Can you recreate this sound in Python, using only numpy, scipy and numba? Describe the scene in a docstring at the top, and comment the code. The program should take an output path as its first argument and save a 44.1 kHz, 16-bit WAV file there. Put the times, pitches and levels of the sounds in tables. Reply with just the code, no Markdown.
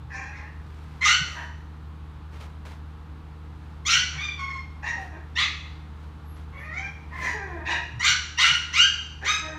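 """Thin whimpers, then rising yips and low moans: a small puppy, tickled on its back, protests in a live room.
Its vocal folds sound through throat and nose; each yip climbs, turns rough on the way and clears at the top.
One microphone, far enough from the puppy to take in the hard walls. Close and dry, a hand brushes its fur
and its body bumps the lap. A motor hums steadily behind, over the room air."""
import sys
import numpy as np
from scipy import signal
from scipy.fft import rfft, irfft
from scipy.io import wavfile
from scipy.ndimage import uniform_filter1d, map_coordinates
from numba import njit

SR = 44100
rng = np.random.default_rng(int(sys.argv[2]) if len(sys.argv) > 2 else 0)


def transcribe(u):
    """Save the signal u as a 16-bit wav file named by the first command-line argument.

    u: samples, shape (n,) or (channels, n), limited to [-1, 1]; the rate is SR.
    q: integer samples, one column per channel.
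    """
    v = np.clip(np.atleast_2d(u).T, -1, 1)
    q = np.round(v * 32767).astype(np.int16)
    wavfile.write(sys.argv[1], SR, q)


N = 422478
TIME = np.arange(N) / SR
CUTOFF_HZ = 15400

# yips: (start [s], length [s], loudest after [s], level [dB], swell [dB], start pitch [Hz],
# top pitch [Hz], climb time [s], bend [1 leaps at once, 3 hangs first], break after [s], roughness [0-1],
# mouth opening at the top [0-1], treble edge [dB], tongue low [dB], tongue middle [dB], tongue high [dB])
YIPS = [ (1.008, 0.17, 0.08, -14, 4.2, 1042, 1520, 0.073, 2.64, 0.062, 0.76, 0.63, 2.5, -3, -4, 4),
        (3.850, 0.16, 0.078, -14, 6.7, 997.5, 1520, 0.051, .95, 0.093, 0.61, 0.69, 9.5, -2.5, -10, 1.5),
        (5.352, 0.12, 0.042, -17.5, 4.8, 881.5, 1260, .04, 2.1, 0.078, 0.74, 0.41, -0.5, -7.5, -5.5, 11),
        (7.992, .15, 0.085, -14.5, 8, 940, 1520, 0.072, 2, 0.082, 0.66, 0.79, 5, 0, -8, 2.5),
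        (8.372, 0.19, 0.076, -14.5, 2, 928, 1430, .05, 2, 0.0827, 0.884, 0.64, 2, -9, -3.5, 2),
        (8.725, .14, 0.079, -10.5, 12.5, 919, 1660, 0.067, 1.55, 0.0081, 0.59, 1, 6, 2, 4.5, -3),
        (9.24, .16, 0.051, -19, 4.3, 881, 1280, 0.034, 2.06, 0.0067, .85, 0.72, -2.5, -7, -12, -1), ]
# whimpers: (start [s], length [s], loudest after [s], level [dB], start pitch [Hz], crest pitch [Hz],
# end pitch [Hz], roughness [0-1], mouth opening [0-1], treble edge [dB], full nasal lift [dB],
# tongue low [dB], tongue middle [dB], tongue high [dB])
WHIMPERS = [ (0.094, 0.21, 0.057, -34, 848, 782, 834, 0.57, 0.21, 3.5, 8.5, 1, -2.5, -11),
            (0.317, 0.18, 0.043, -41, 694, 744, 950, 0.66, 0.38, -8, 13, -1, -5, -6),
            (1.342, 0.11, 0.04, -33, 893, 964.6, 945.4, 0.88, 0.1, -20, 15, 7, 4, -6),
            (4.116, 0.1, 0.041, -40, 693, 795, 980, .5, 0.35, -8, 17, 3, 0, 1),
            (4.169, 0.18, 0.046, -29, 1084, 1199, 1176, 0.22, 0.94, -6.5, 10, -2, -2, 5.5),
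            (4.378, 0.13, 0.021, -29.5, 1115, 1094, 1097, 0.15, 0.56, -2.5, 9, -0.5, 3, 1),
            (4.482, 0.11, 0.024, -32.5, 1093, 1079, 1066, 0.18, 0.37, -4, 8, -4.5, 0, -5),
            (4.821, .13, 0.053, -26, 802, 967, 896, 0.72, 0.17, 3, 13, -6, 0, -1),
            (4.94, 0.14, 0.038, -42, 865, 787, 690, 0.27, 0.11, -19, 25, -6, -1, 0),
            (6.522, 0.22, .13, -38, 530.6, 618.5, 636, 0.22, 0.53, -19.5, 6, -5.5, -6, -6),
            (6.699, .18, .075, -31, 625, 752, 814, 0.16, 0.4, -10, 10.5, -4.5, -16, -8),
            (7.105, 0.12, 0.058, -34, 930, 1042, 1030, 0.8, 0.26, -16, 14, -2, -6, -1),
            (7.201, .16, .07, -25, 1031, 989, 949, 0.74, 0.12, 4, 17.5, -5, -11, -6),
            (7.649, 0.14, 0.067, -22.5, 909.5, 954.5, 931.5, 0.89, 0.03, 2.5, 7, -6, 2.5, 6.5), ]
# moans: (start [s], length [s], start pitch [Hz], end pitch [Hz], level before the low cut [dB],
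# roughness [0-1], treble edge [dB])
MOANS = [(5.11, 0.067, 298.5, 326, -39, 0.21, -18), (7.32, .31, 439.6, 298.7, -35.5, 0.1, -22),
         (7.648, 0.14, 333.3, 369.7, -38, .6, -11), (9.209, 0.052, 375.5, 405.4, -31, 0.82, 3),
         (9.405, 0.22, 313.4, 306.6, -37.5, 0.13, -13)]
# throat and nose resonances, mouth shut and wide open:
# (centre shut [Hz], centre open [Hz], width shut [Hz], width open [Hz], gain shut [dB], gain open [dB])
RESONANCES = [(338, 120, 430, 100, -15.5, -51), (657, 775, 71, 910, -14.5, -48),
              (940, 1932, 330, 595, -10.5, -0.5), (1684, 2250, 284, 690, 5, -4.5),
              (2426, 2945, 420, 490, -3, -2), (3870, 4630, 330, 300, -19.5, -13),
              (5630, 5950, 1070, 850, -21, -13.5), (6520, 7170, 410, 270, -23, -16.5),
              (8000, 8000, 1100, 2000, -54.5, -47), (13300, 9800, 13000, 12000, -52.5, -39.5)]
# low, middle and high bands that the tongue lifts or damps: (from [Hz], to [Hz])
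TONGUE_BANDS = [(950, 1730), (2550, 2980), (3350, 4230)]
# faint nose whistles: (start [s], end [s], start pitch [Hz], end pitch [Hz], level [dB])
NOSE_WHISTLES = [(6.23, 6.395, 11700, 10900, -57), (6.527, 6.707, 11400, 11000, -62)]
# fingers brushing and tapping fur, close by: (time [s], rise [s], fall [s], level [dB])
FUR_STROKES = [(.85, 0.32, 0.31, -57.5), (1.398, 0.28, 0.079, -51), (2.342, 0.027, 0.17, -52.5),
               (2.414, 0.01, 0.044, -49.5), (2.654, .002, 0.046, -46), (2.72, .02, 0.061, -53),
               (3.7, 0.16, 0.12, -63), (5.02, 0.046, 0.074, -51.5), (6.04, 0.078, 0.062, -59),
               (6.37, 0.012, 0.071, -55), (7.25, 0.083, 0.1, -41.5)]
# colour of the fur's rustle: (frequency [Hz], relative density [dB])
FUR_SPECTRUM = [(300, 2.5), (1500, 0.5), (4000, -8.5), (9000, -21.5), (15000, -29)]
# the body bumping the lap: (time [s], half width [s], pitch [Hz], level [dB])
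LAP_BUMPS = [(0.038, 0.081, 122, -42), (1.22, 0.021, 150, -31), (3.99, 0.037, 140, -42),
             (4.171, 0.023, 146, -37), (7.968, 0.031, 117, -33.5), (8.108, 0.039, 118, -40.5),
             (8.52, 0.022, 145, -37)]
# ring of the room: (frequency [Hz], time to fall 60 dB [s])
ROOM_T60 = [(250, 1), (1400, 0.7), (3000, 0.72), (6000, 0.71), (13000, 0.17)]
# tones of the motor behind: (frequency [Hz], level [dB])
MOTOR_TONES = [(76.2, -40.5), (153, -50), (304, -61), (51.2, -58.5), (120.4, -59), (221.4, -64.5),
               (455.5, -66.5)]
# colour of the room air: (frequency [Hz], relative density [dB])
AIR_SPECTRUM = [(25, -18.5), (42, -4), (55, 3.5), (72, 4.5), (95, 0.5), (120, -3), (200, -5.5),
                (400, -14.5), (620, -21), (850, -12.5), (1250, -14.5), (2000, -24.5), (4000, -30),
                (5200, -38.5), (8500, -45), (15000, -51.5)]
# motor and air sink a little near the end: (time [s], gain [dB])
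BACKGROUND_GAIN = [(0, -0.5), (7.6, 0.5), (8.3, -2.5), (9.0, -2), (9.58, -1.5)]


def yip(start, length, crest_s, db, swell_db, start_hz, top_hz, climb_s, bend, break_s,
        break_rough, top_mouth, edge_db, *tongue_db, clean_rough=0.1, start_mouth=0.45):
    """A sharp cry: the pitch climbs and levels off as the mouth opens; the voice breaks once on the way."""
    t = TIME[TIME < length]
    climb = 1 - np.exp(-(t / climb_s) ** bend)
    pitch = start_hz + (top_hz - start_hz) * climb
    # the level jumps up, swells to the crest, then fades
    level_db = db - np.interp(t, [0, 0.017, crest_s, length], [swell_db + 13, swell_db, 0, 12])
    half_break_s = 0.029 + 0.36 * break_s   # a late break lasts longer
    strain = np.exp(-((t - break_s) / half_break_s) ** 2)
    rough = clean_rough + (break_rough - clean_rough) * strain
    mouth = start_mouth + (top_mouth - start_mouth) * climb
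    return cry(start, pitch, level_db, rough, mouth, edge_db + 4 * (1 - climb), tongue_db)


def whimper(start, length, crest_s, db, start_hz, crest_hz, end_hz, rough, mouth, edge_db, nose_db,
            *tongue_db):
    """A soft cry: it swells and glides to a crest, where it is brightest, then fades and clears."""
    t, turns = TIME[TIME < length], [0, crest_s, length]
    pitch = np.interp(t, turns, [start_hz, crest_hz, end_hz])
    effort_db = np.interp(t, turns, [-6.5, 0, -6.5])
    clearing = 1 - 0.65 * t / length
    return cry(start, pitch, db + effort_db, rough * clearing, mouth, edge_db + 0.91 * effort_db,
               tongue_db, nose_db, attack_s=0.017)


def moan(start, length, start_hz, end_hz, db, rough, edge_db, low_cut_hz=315):
    """A low glide, mouth nearly shut; so small a dog radiates little of the fundamental."""
    pitch = np.linspace(start_hz, end_hz, int(length * SR))
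    voice = cry(start, pitch, db, rough, mouth=0.08, edge_db=edge_db, tongue_db=(1.5, -13, 1),
                nose_db=17, attack_s=0.026)
    return band(voice + 1e-18, low_cut_hz, "high")


def cry(start, pitch, level_db, rough, mouth, edge_db, tongue_db, nose_db=10, attack_s=0.0057,
        fade_s=0.0045):
    """The folds sound through the throat; a pressed voice gains a treble edge, a soft one turns nasal."""
    t = TIME[:len(pitch)]
    mouth = np.clip(mouth, 0, 1) * np.ones(len(t))
    voice = throat(vocal_folds(pitch, np.clip(rough, 0, 1)), mouth)
    voice = lift(voice, edge_db + 3, 3400, "high")
    for band_hz, db in zip(TONGUE_BANDS, tongue_db):
        voice = lift(voice, db, band_hz, "band")
    # below -22 dB the nose adds a low hum and hollows out the upper middle
    nasal = np.clip((-22 - level_db) / 13, 0, 1) * (1 - mouth ** 2)
    voice = lift(voice, nose_db * nasal, 850, "low", order=4)
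    voice = voice - np.sqrt(nasal) * band(voice, [2798.5, 3270], "band")
    running_rms = np.sqrt(uniform_filter1d(voice ** 2, size=700) + 1e-12)
    envelope = from_db(level_db) * np.clip(np.minimum(t / attack_s, (t[-1] - t) / fade_s), 0, 1)
    return np.pad(voice / running_rms * envelope, (int(start * SR), N))[:N]


def vocal_folds(pitch, rough, jitter=0.0567, slope=0.63, split=1.43, shimmer_db=4.5, blur=0.28):
    """Under strain the cycles turn uneven, fall into groups of three and chop the air into rasp."""
    n = len(pitch)
    waver = .009 * wobble(45, n)
    hz = pitch * (1 + jitter * rough * wobble(168.8, n) + waver)
    phase = 2 * np.pi * np.cumsum(hz) / SR
    tone = 0
    for k in np.arange(1, int(CUTOFF_HZ / pitch.min())):
        # no two pulses have the same shape, which blurs the high partials most
        scatter = blur * np.sqrt(rough) * k * wobble(220, n)
        shimmer = from_db(shimmer_db * wobble(35.16, n))
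        tone = tone + np.cos(k * phase + scatter) * (k * hz < CUTOFF_HZ) * shimmer / k ** slope
    triplets = np.cos(phase / 3 + wobble(60.35, n))
    uneven = 1 + split * rough * (triplets + 0.72 * wobble(261, n))
    rasp = 0.71 * rough * (1 + 0.49 * np.cos(phase)) * rng.standard_normal(n)
    return unit_power(tone) * uneven + rasp


def throat(source, mouth):
    """Sharp and nasal when shut; most resonances rise as the mouth opens, and the middle ones broaden."""
    voice = 0
    for row in RESONANCES:
        hz, width, db = [shut + (wide - shut) * mouth for shut, wide in zip(row[::2], row[1::2])]
        voice = voice + from_db(db) * resonate(resonate(source, hz, width), hz, width)
    return voice


def nose_whistles():
    """Air whistles thinly through the small nostrils."""
    whistles = np.zeros(N)
    for start, end, start_hz, end_hz, db in NOSE_WHISTLES:
        span = (TIME > start) & (TIME < end)
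        n = span.sum()
        hz = np.linspace(start_hz, end_hz, n) * (1 + .017 * wobble(200, n))
        whistles[span] += from_db(db) * np.hanning(n) * np.sin(2 * np.pi * np.cumsum(hz) / SR)
    return whistles


def fur_rustle(grain_db=1.5):
    """Close to the microphone, fingers rustle through fur, louder as they press."""
    pressure = sum(from_db(db) * np.exp(-((TIME - at) / np.where(TIME < at, rise, fall)) ** 2)
                   for at, rise, fall, db in FUR_STROKES)
    return pressure * noise(FUR_SPECTRUM) * from_db(grain_db * wobble(140, N))


def lap_bumps():
    """The body lands softly on the lap, a short low thud each time."""
    thuds = sum(from_db(db) * np.exp(-((TIME - at) / width) ** 2) * np.sin(2 * np.pi * hz * (TIME - at))
                for at, width, hz, db in LAP_BUMPS)
    return thuds * (1 + .5 * wobble(50, N))


def room(x, direct_db=-5, wet_db=-2, early_db=3, early_s=0.062, gap_s=0.0036):
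    """Hard walls answer the direct sound: early reflections, then a tail that dies faster in the treble."""
    t = TIME[:SR]
    white, hz = rfft(rng.standard_normal(SR)), np.fft.rfftfreq(SR, 1 / SR)
    tail = 0
    for centre, t60 in ROOM_T60:
        share = at_hz([(f, float(f == centre)) for f, _ in ROOM_T60], hz)
        tail = tail + irfft(white * share, SR) * np.exp(-np.log(1000) * t / t60)
    tail = tail * (t > gap_s) * (1 + from_db(early_db) * np.exp(-t / early_s))
    tail = tail / np.sqrt(np.mean(np.abs(rfft(tail)[1000:4000]) ** 2))   # unit gain over 1-4 kHz
    return from_db(direct_db) * x + from_db(wet_db) * signal.fftconvolve(x, tail)[:N]


def motor_hum(waver_db=0.6):
    """A motor hums in the background, each tone slightly unsteady."""
    hum = 0
    for hz, db in MOTOR_TONES:
        amplitude = np.sqrt(2) * from_db(db + waver_db * wobble(4, N))
        phase = 0.27 * wobble(1.8, N) + rng.uniform(0, 2 * np.pi)
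        hum = hum + amplitude * np.sin(2 * np.pi * hz * TIME + phase)
    return hum


def room_air(level_db=-53.5, above_hz=270):
    """Room tone: a low rush of air, its level set by the part above the rumble."""
    air = noise(AIR_SPECTRUM)
    return from_db(level_db) * air / np.std(band(air, above_hz, "high", order=4))


@njit
def resonate(x, hz, width):
    """A resonance whose centre and width move; gain 1 at the peak."""
    y = np.zeros(len(x))
    for i in range(2, len(x)):
        r = np.exp(-np.pi * width[i] / SR)
        drive = (1 - r * r) / 2 * (x[i] - x[i - 2])
        y[i] = drive + 2 * r * np.cos(2 * np.pi * hz[i] / SR) * y[i - 1] - r * r * y[i - 2]
    return y


def band(x, hz, kind, order=2):
    """One frequency region of a sound, in phase with the whole."""
    return signal.sosfiltfilt(signal.butter(order, hz, kind, fs=SR, output="sos"), x)


def lift(x, db, hz, kind, order=2):
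    """Raise or lower one frequency region."""
    return x + (from_db(db) - 1) * band(x, hz, kind, order)


def wobble(rate_hz, size):
    """Smooth random motion with a spread of about 1."""
    knots = np.arange(size) * 2 * rate_hz / SR
    return map_coordinates(rng.standard_normal(size // 4 + 8), [knots], order=2, mode="mirror")


def noise(spectrum):
    """Noise of a given colour, unit power."""
    gain = from_db(at_hz(spectrum, np.fft.rfftfreq(N, 1 / SR)))
    return unit_power(irfft(rfft(rng.standard_normal(N)) * gain, N))


def at_hz(points, hz):
    """Read a table along log frequency."""
    f, value = np.transpose(points)
    return np.interp(np.log(np.maximum(hz, 1)), np.log(f), value)


def from_db(db):
    """Decibels to gain."""
    return 10 ** (np.asarray(db) / 20)


def unit_power(x):
    """Scale to an RMS of 1."""
    return x / np.sqrt(np.mean(x ** 2) + 1e-20)


def scene():
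    """At the microphone: the puppy with the room around it, hand and lap dry, motor and air behind."""
    puppy = sum(yip(*row) for row in YIPS)
    puppy += sum(whimper(*row) for row in WHIMPERS)
    puppy += sum(moan(*row) for row in MOANS) + nose_whistles()
    foreground = room(puppy) + fur_rustle() + lap_bumps()
    background = (motor_hum() + room_air()) * from_db(np.interp(TIME, *np.transpose(BACKGROUND_GAIN)))
    return (foreground + background)[None]


def record(dry):
    """One channel, its top cut steeply."""
    return signal.sosfilt(signal.ellip(10, .1, 80, CUTOFF_HZ, fs=SR, output="sos"), dry)


dry = scene()
out = record(dry)
transcribe(out)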